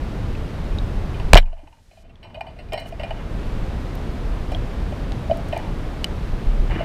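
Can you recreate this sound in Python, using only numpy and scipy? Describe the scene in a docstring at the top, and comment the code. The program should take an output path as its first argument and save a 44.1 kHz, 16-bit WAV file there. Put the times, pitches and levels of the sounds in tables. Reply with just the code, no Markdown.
"""A speargun fires in a shallow stony river: a burst of hard blows, a heavy kick and a low hum.
Heard through the housing of a camera on the gun, the shot overloads and the gain control ducks
everything, then slowly recovers. The gun sways, the line knocks and drags on it, grit scrapes the
shaft and a few small hard ticks sound in the water. Under it all the current rumbles on the housing."""
import sys
import numpy as np
from scipy import signal
from scipy.fft import rfft, irfft
from scipy.io import wavfile

SR = 44100
rng = np.random.default_rng(int(sys.argv[2]) if len(sys.argv) > 2 else 0)


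def file_out(sig):
    """Save sig as 16-bit WAV at sys.argv[1]."""
    # one column per channel
    cols = np.atleast_2d(sig).T
    # limit, then scale
    lim = np.clip(cols, -1, 1)
    pcm = np.round(lim * 32767).astype(np.int16)
    wavfile.write(sys.argv[1], SR, pcm)


N = 301644
TIME = np.arange(N) / SR
SHOT_S, CUTOFF_HZ = 1.333, 15400


# hits of the release, shaft, rubber bands and line running out:
# (time [s], knock peak [dB], ring peak [dB], drag time [s], knock centre [Hz])
SHOT_HITS = [(1.333, 23.5, 26.6, 0.00097, 660), (1.3338, 35, 27.4, 0.0013, 660),
             (1.3447, 13.5, 27, .0006, 687), (1.3535, 8, 32, .0003, 667), (1.3558, 32, 18.5, 0.0075, 615),
             (1.369, 6.5, 31, 0.0033, 650), (1.374, 14, 34.8, 0.0084, 647), (1.381, 24.5, 21, 0.0052, 650),
             (1.428, -8, 2, 0.00083, 680)]

def shot():
    """The gun fires: a tight cluster of choked hits over the kick and its hum."""
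    return recoil() + hum() + contacts(SHOT_HITS, knock_damping=8, ring_damping=10.2,
                                       slip_db=2, grit_db=-9, slips_per_s=7000)


def recoil(level_db=36, start_hz=46, end_hz=22, settle_s=0.04, t60=0.39, rise_s=0.0045):
    """The kick shakes the gun heavily: a sub thump that drops in pitch as it dies."""
    t = np.maximum(TIME - SHOT_S, 0)
    cycles = end_hz * t + (start_hz - end_hz) * settle_s * (1 - np.exp(-t / settle_s))
    swell = 1 - np.exp(-(t / rise_s) ** 2)   # the gun's mass moves only after the first crack
    return from_db(level_db) * swell * np.sin(2 * np.pi * cycles) * from_db(-60 * t / t60)


# low hum of gun and slack bands, thin zing of the shaft: (pitch [Hz], level [dB], t60 [s])
HUM_MODES = [(70, 10, 0.6), (94.6, 14.5, 0.33), (133.4, -3.5, 0.2), (180, 7, 0.37), (7200, -1.5, 0.2)]

def hum():
    """The kick leaves the gun, its bands and the shaft ringing."""
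    kick = np.zeros(N)
    kick[round(SHOT_S * SR)] = 1
    return body(kick, HUM_MODES, spread_db=1.5)


# the housing's low knock: (pitch [Hz], relative level [dB], t60 before damping [s])
HOUSING_MODES = [(302, -14, 0.086), (500, -8.5, .04), (591, -2.5, 0.052), (665, 0, 0.08),
                 (754, -2.5, 0.033), (867, -1.5, .03), (913, -1.5, 0.038), (1010, -7, 0.026)]
# the bright ring of gun and shaft: (pitch [Hz], relative level [dB], t60 before damping [s])
GUN_MODES = [(1520, -13, 0.009), (1476, -8, 0.051), (1815, -10.5, 0.082), (1921, -12, 0.18),
             (2160, -4, 0.057), (2480, -6, 0.072), (2435, 2.5, 0.062), (2720, 0, 0.036), (2980, 4.5, 0.048),
             (3220, -15, 0.036), (3600, -14, 0.034), (4097, -10, 0.094), (4590, -10, 0.054),
             (4874, -20, 0.1), (5420, -17, 0.092), (7800, -28, .06), (8300, -17.5, 0.051),
             (9300, -23.5, 0.024)]

def contacts(hits, knock_damping, ring_damping, slip_db, grit_db, slips_per_s, detune=.012):
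    """Each hit is a blow trailed by tiny dying slips; it sounds both housing and gun."""
    out, t = np.zeros(N), TIME[:SR // 4]
    for start, knock_db, ring_db, drag_s, centre_hz in hits:
        force = from_db(slip_db) * grains(len(t), slips_per_s) * np.exp(-t / drag_s)
        force[0] = 1   # the blow itself
        # where it lands favours the low modes near its centre; the grip detunes the high ones a little
        low_modes = [(hz, db - 95 * np.log2(hz / centre_hz) ** 2, t60) for hz, db, t60 in HOUSING_MODES]
        high_modes = [(hz * (1 + detune * rng.standard_normal()), db, t60) for hz, db, t60 in GUN_MODES]
        knock = peak_one(cut(body(force, low_modes, knock_damping), centre_hz / 2, "high"))
        ringing = peak_one(body(force, high_modes, ring_damping))
        grit = from_db(grit_db) * peak_one(cut(force, 1500, "high"))
        add(out, start, from_db(knock_db) * knock + from_db(ring_db) * peak_one(ringing + grit))
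    return out


# line and fittings knocking on the gun:
# (time [s], knock peak [dB], ring peak [dB], drag time [s], knock centre [Hz])
LINE_HITS = [(1.144, -43, -33.5, .008, 810), (1.1983, -29, -30.5, .005, 895), (1.457, -11, -7, .014, 703),
             (1.529, 3.5, -7.5, 0.0098, 690), (1.578, -10, -12.5, 0.028, 660), (1.632, -7, -25, .014, 355),
             (1.673, -8, -10.5, .006, 900), (1.726, -11.5, -13.5, 0.014, 930), (1.91, -15, -18, 0.03, 682),
             (1.972, -12, -20.5, 0.029, 708), (2.05, -26, -46, .008, 500),
             (2.095, -28.5, -27.5, 0.014, 720), (2.2295, -26, -17.5, 0.026, 663),
             (2.3445, -15, -17, .016, 666), (2.372, -12, -38, 0.011, 690), (2.4085, -4, -8.5, 0.0027, 823),
             (2.468, -16.5, -23.5, 0.031, 696), (2.588, -22, -22.5, 0.029, 696),
             (2.7215, -13, -15.5, .0067, 686), (2.734, -5.5, -12.5, 0.017, 664),
             (2.776, -11, -15.5, 0.026, 724), (2.923, -18, -31, .006, 710), (2.996, -17, -21.5, 0.017, 690),
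             (3.033, -16, -20, 0.009, 680), (3.107, -15, -23.5, 0.0051, 700), (4.332, -35, -51, .003, 665),
             (4.5175, -22, -33, .019, 690), (4.9215, -24, -38, .0063, 710),
             (5.2965, -13.5, -45, .0037, 627), (5.3105, -7, -27.5, 0.0021, 646),
             (5.526, -14.5, -25, 0.011, 660), (5.564, -16, -26, 0.0022, 730), (6.76, -19, -49, .014, 328),
             (6.806, -18, -42, .0097, 573)]

def line_knocks():
    """The line and its fittings strike the gun and let it ring openly."""
    return contacts(LINE_HITS + rebounds(LINE_HITS), knock_damping=1.1, ring_damping=1.1,
                    slip_db=-12, grit_db=-5, slips_per_s=2400)


def rebounds(hits, delay_s=0.053, jitter=.25, softer_db=14, touch_drag_s=0.021):
    """The slack line falls back once after each hit: a faint touch, stronger after a long drag."""
    delays = delay_s * np.exp(jitter * rng.standard_normal(len(hits)))
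    touches = []
    for (start, knock_db, ring_db, drag_s, centre_hz), delay in zip(hits, delays):
        loss_db = softer_db - 10 * np.log10(drag_s / touch_drag_s)
        touches.append((start + drag_s + delay, knock_db - loss_db, ring_db - loss_db,
                        touch_drag_s, centre_hz))
    return touches


# line and hand sliding along the gun:
# (time [s], length [s], level [dB], fade [dB/s], housing ring against the rasp [dB])
SLIDES = [(1.394, 0.394, -25.5, 49, 13.5), (2.218, 0.28, -48.5, 7, 18), (2.72, 0.18, -45, 48, 5),
          (2.984, 0.23, -44, 28, 8), (5.516, 0.176, -53.5, 24, 14), (6.691, 0.13, -42.5, 5, 1)]

def rubbing(friction_db=3, band_hz=(650, 2900), attack_s=0.014, release_s=0.042, uneven_db=2.5):
    """Grainy, uneven friction rasps and keeps the modes sounding; each slide bites, fades and lets go."""
    friction = cut(grains(N, per_s=2500), band_hz[1], "low", order=6)
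    friction = cut(friction, band_hz[0], "high")
    gun_ring = rms_one(body(friction, GUN_MODES, damping=1.9, spread_db=0))
    rasp = gun_ring + from_db(friction_db) * rms_one(friction)
    housing_ring = rms_one(body(friction, HOUSING_MODES, damping=1.2, spread_db=4))
    out = np.zeros(N)
    for start, length, db, fade_db_per_s, housing_db in SLIDES:
        t = TIME - start
        stroke = np.clip(np.minimum(t / attack_s, 1 + (length - t) / release_s), 0, 1)
        level = from_db(db - fade_db_per_s * np.clip(t, 0, length))
        out += stroke * level * (rasp + from_db(housing_db) * housing_ring)
    return out * from_db(uneven_db * drift(rate_hz=35))


# grit on the shaft: (time [s], level [dB], length [s])
GRIT_SCRAPES = [(2.73, -21, 0.0084), (2.786, -37, .03), (2.852, -39.5, 0.06), (4.512, -45, .018),
                (5.369, -39.5, 0.0076), (5.481, -43, .012), (5.572, -34.5, 0.0085)]

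def scrapes(low_cut_hz=3600):
    """Sand grains crack against the shaft in short bright swells."""
    out = np.zeros(N)
    for start, db, length in GRIT_SCRAPES:
        swell = np.hanning(int(length * SR))
        add(out, start, from_db(db) * swell * rms_one(grains(len(swell), per_s=5000)))
    return cut(out, low_cut_hz, "high")


# jolts that set the gun swaying in the hand: (time [s], level [dB], pitch [Hz], t60 [s])
JOLTS = [(1.243, -14.5, 20.8, 1), (6.467, -9, 32.4, 0.9), (6.596, -8.5, 27.2, 0.15)]

def sways():
    """The swinging gun pushes water against the housing: a dying sub wobble."""
    out, t = np.zeros(N), TIME[:SR]
    for start, db, hz, t60 in JOLTS:
        add(out, start, from_db(db) * np.sin(2 * np.pi * hz * t) * from_db(-60 * t / t60))
    return out


# small hard ticks: (time [s], level [dB], pitch [Hz], t60 [s], hardness as crack against tone [dB])
WATER_TICKS = [(.3517, -30, 2590, 0.016, -14), (0.786, -22.5, 3780, 0.02, -23),
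               (2.157, -23, 3350, 0.012, -20), (3.9531, -28, 14000, 0.0034, -10),
               (4.548, -21, 3260, 0.02, -24), (5.121, -21, 3860, 0.0019, -18),
               (6.0434, -8, 2980, 0.021, -6.5)]
# partials of a tick: (multiple of its pitch [ratio], relative level [dB])
TICK_PARTIALS = [(.76, -11), (1, 4.5), (1.35, -2.5), (1.6, -3), (1.85, -4)]

def ticks(crack_s=0.0018, partials_follow=0.6):
    """A tiny crack and a few fast-dying modes; a soft tick rings with little but its main mode."""
    out, t = np.zeros(N), TIME[:SR // 10]
    click = signal.unit_impulse(len(t))
    for start, db, hz, t60, hardness_db in WATER_TICKS:
        crack = cut(rng.standard_normal(len(t)), 1350, "high") * np.exp(-t / crack_s)
        crack = peak_one(cut(crack, 4200, "low", order=1))
        modes = [(hz * ratio, partial_db + partials_follow * hardness_db * (ratio != 1), t60 / ratio)
                 for ratio, partial_db in TICK_PARTIALS if hz * ratio < CUTOFF_HZ]
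        tone = peak_one(body(click, modes, spread_db=1.5))
        add(out, start, from_db(db) * (tone + from_db(hardness_db) * crack))
    return out


# tone curve of the current on the housing: (frequency [Hz], relative level [dB])
CURRENT_SPECTRUM = [(9, -30), (18, -2), (30, 3.5), (45, -1), (92, -6.5), (177, -13), (314, -19.5),
                    (600, -25), (960, -30), (1910, -36.5), (3790, -43), (7000, -53.5), (12000, -57),
                    (15000, -58.5)]
# how hard the water buffets the housing as the diver drifts: (time [s], level [dB])
RUMBLE_LEVELS = [(0, -25), (1.1, -23.5), (2.7, -26), (5.3, -25), (5.9, -28), (6.7, -24)]

def current(split_hz=200, lumpy_db=1.55, rush_db=-35.5):
    """The bed: eddies on the housing make a lumpy rumble under a smooth, steady rush."""
    hz, db = np.transpose(CURRENT_SPECTRUM)
    bins_hz = np.maximum(np.fft.rfftfreq(N, 1 / SR), 1)
    flow = rfft(rng.standard_normal(N)) * from_db(np.interp(np.log(bins_hz), np.log(hz), db))
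    low_share = 1 / (1 + (bins_hz / split_hz) ** 4)
    rumble = rms_one(irfft(flow * low_share, N))
    rush = rms_one(irfft(flow * (1 - low_share), N))
    rumble_db = np.interp(TIME, *np.transpose(RUMBLE_LEVELS)) + lumpy_db * drift(rate_hz=9)
    return from_db(rumble_db) * rumble + from_db(rush_db) * rush


def body(force, modes, damping=1, spread_db=2.5):
    """All modes answer a force, each at a slightly random strength, as if struck in a new spot."""
    return sum((-1) ** k * from_db(db + spread_db * rng.standard_normal()) * ring(force, hz, t60 / damping)
               for k, (hz, db, t60) in enumerate(modes))


def ring(force, hz, t60):
    """One mode: a unit click sets off a dying sine of height 1."""
    decay, angle = from_db(-60 / (t60 * SR)), 2 * np.pi * hz / SR
    return signal.lfilter([0, np.sin(angle)], [1, -2 * decay * np.cos(angle), decay ** 2], force + 1e-18)


def grains(samples, per_s):
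    """A crackle of randomly scattered clicks."""
    return rng.standard_normal(samples) * (rng.random(samples) < per_s / SR)


def drift(rate_hz):
    """A slow random wobble of spread 1."""
    return rms_one(cut(rng.standard_normal(N + SR), rate_hz, "low")[SR:])


def cut(x, hz, kind, order=2):
    """Butterworth low- or high-pass."""
    return signal.sosfilt(signal.butter(order, hz, kind, fs=SR, output="sos"), x)


def add(out, start_s, sound):
    """Drop a short sound into the mix."""
    i = round(start_s * SR)
    out[i:i + len(sound)] += sound[:max(N - i, 0)]


def from_db(db):
    return 10 ** (np.asarray(db) / 20)


def rms_one(x):
    return x / np.sqrt(np.mean(x ** 2) + 1e-20)


def peak_one(x):
    return x / (np.abs(x).max() + 1e-20)


def scene():
    """Everything reaches the one microphone through the housing."""
    water = current() + sways()
    return (water + shot() + line_knocks() + scrapes() + ticks() + rubbing())[None]


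def gain_control(x, deepest_db=-32.5, attack_s=.0125, recovery_db_per_s=16):
    """Overload ducks the gain, which climbs back steadily; gives the gain and its brief dip envelope."""
    wanted_db = np.clip(-20 * np.log10(np.abs(x) + 1e-9), deepest_db, 0)
    climb_db = recovery_db_per_s * TIME
    held_db = np.minimum.accumulate(wanted_db - climb_db) + climb_db
    lag = np.exp(-1 / (attack_s * SR))
    gain_db = signal.lfilter([1 - lag], [1, -lag], held_db)
    since_overload = TIME - TIME[np.argmax(wanted_db < deepest_db / 2)]
    dip_onset_s, dip_end_s = 0.16, .705
    dip = np.clip(np.minimum(since_overload / dip_onset_s, (dip_end_s - since_overload) / attack_s), 0, 1)
    return from_db(gain_db), dip


def record(dry, bass_hz=93, dip_db=-7, dip_hiss_db=-40, floor_hiss_db=-79.5, treble_hz=9500):
    """Gain control, hiss and hard clipping, then a softened treble and a steep top cut."""
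    x = dry[0]
    hiss = rms_one(cut(rng.standard_normal(N), 6400, "low", order=1))
    gain, dip = gain_control(x)
    # just after the heavy overload all but the bass dips further and hiss comes through
    bass = cut(x, bass_hz, "low", order=1)
    x = bass + from_db(dip_db * dip) * (x - bass) + from_db(dip_hiss_db) * dip * hiss
    x = gain * x + from_db(floor_hiss_db) * hiss
    oversampled = signal.resample_poly(x, 4, 1)
    x = signal.resample_poly(np.clip(oversampled, -.98, .98), 1, 4)
    x = cut(x, treble_hz, "low", order=1)
    return cut(x, CUTOFF_HZ, "low", order=16)[None]


dry = scene()
out = record(dry)
file_out(out)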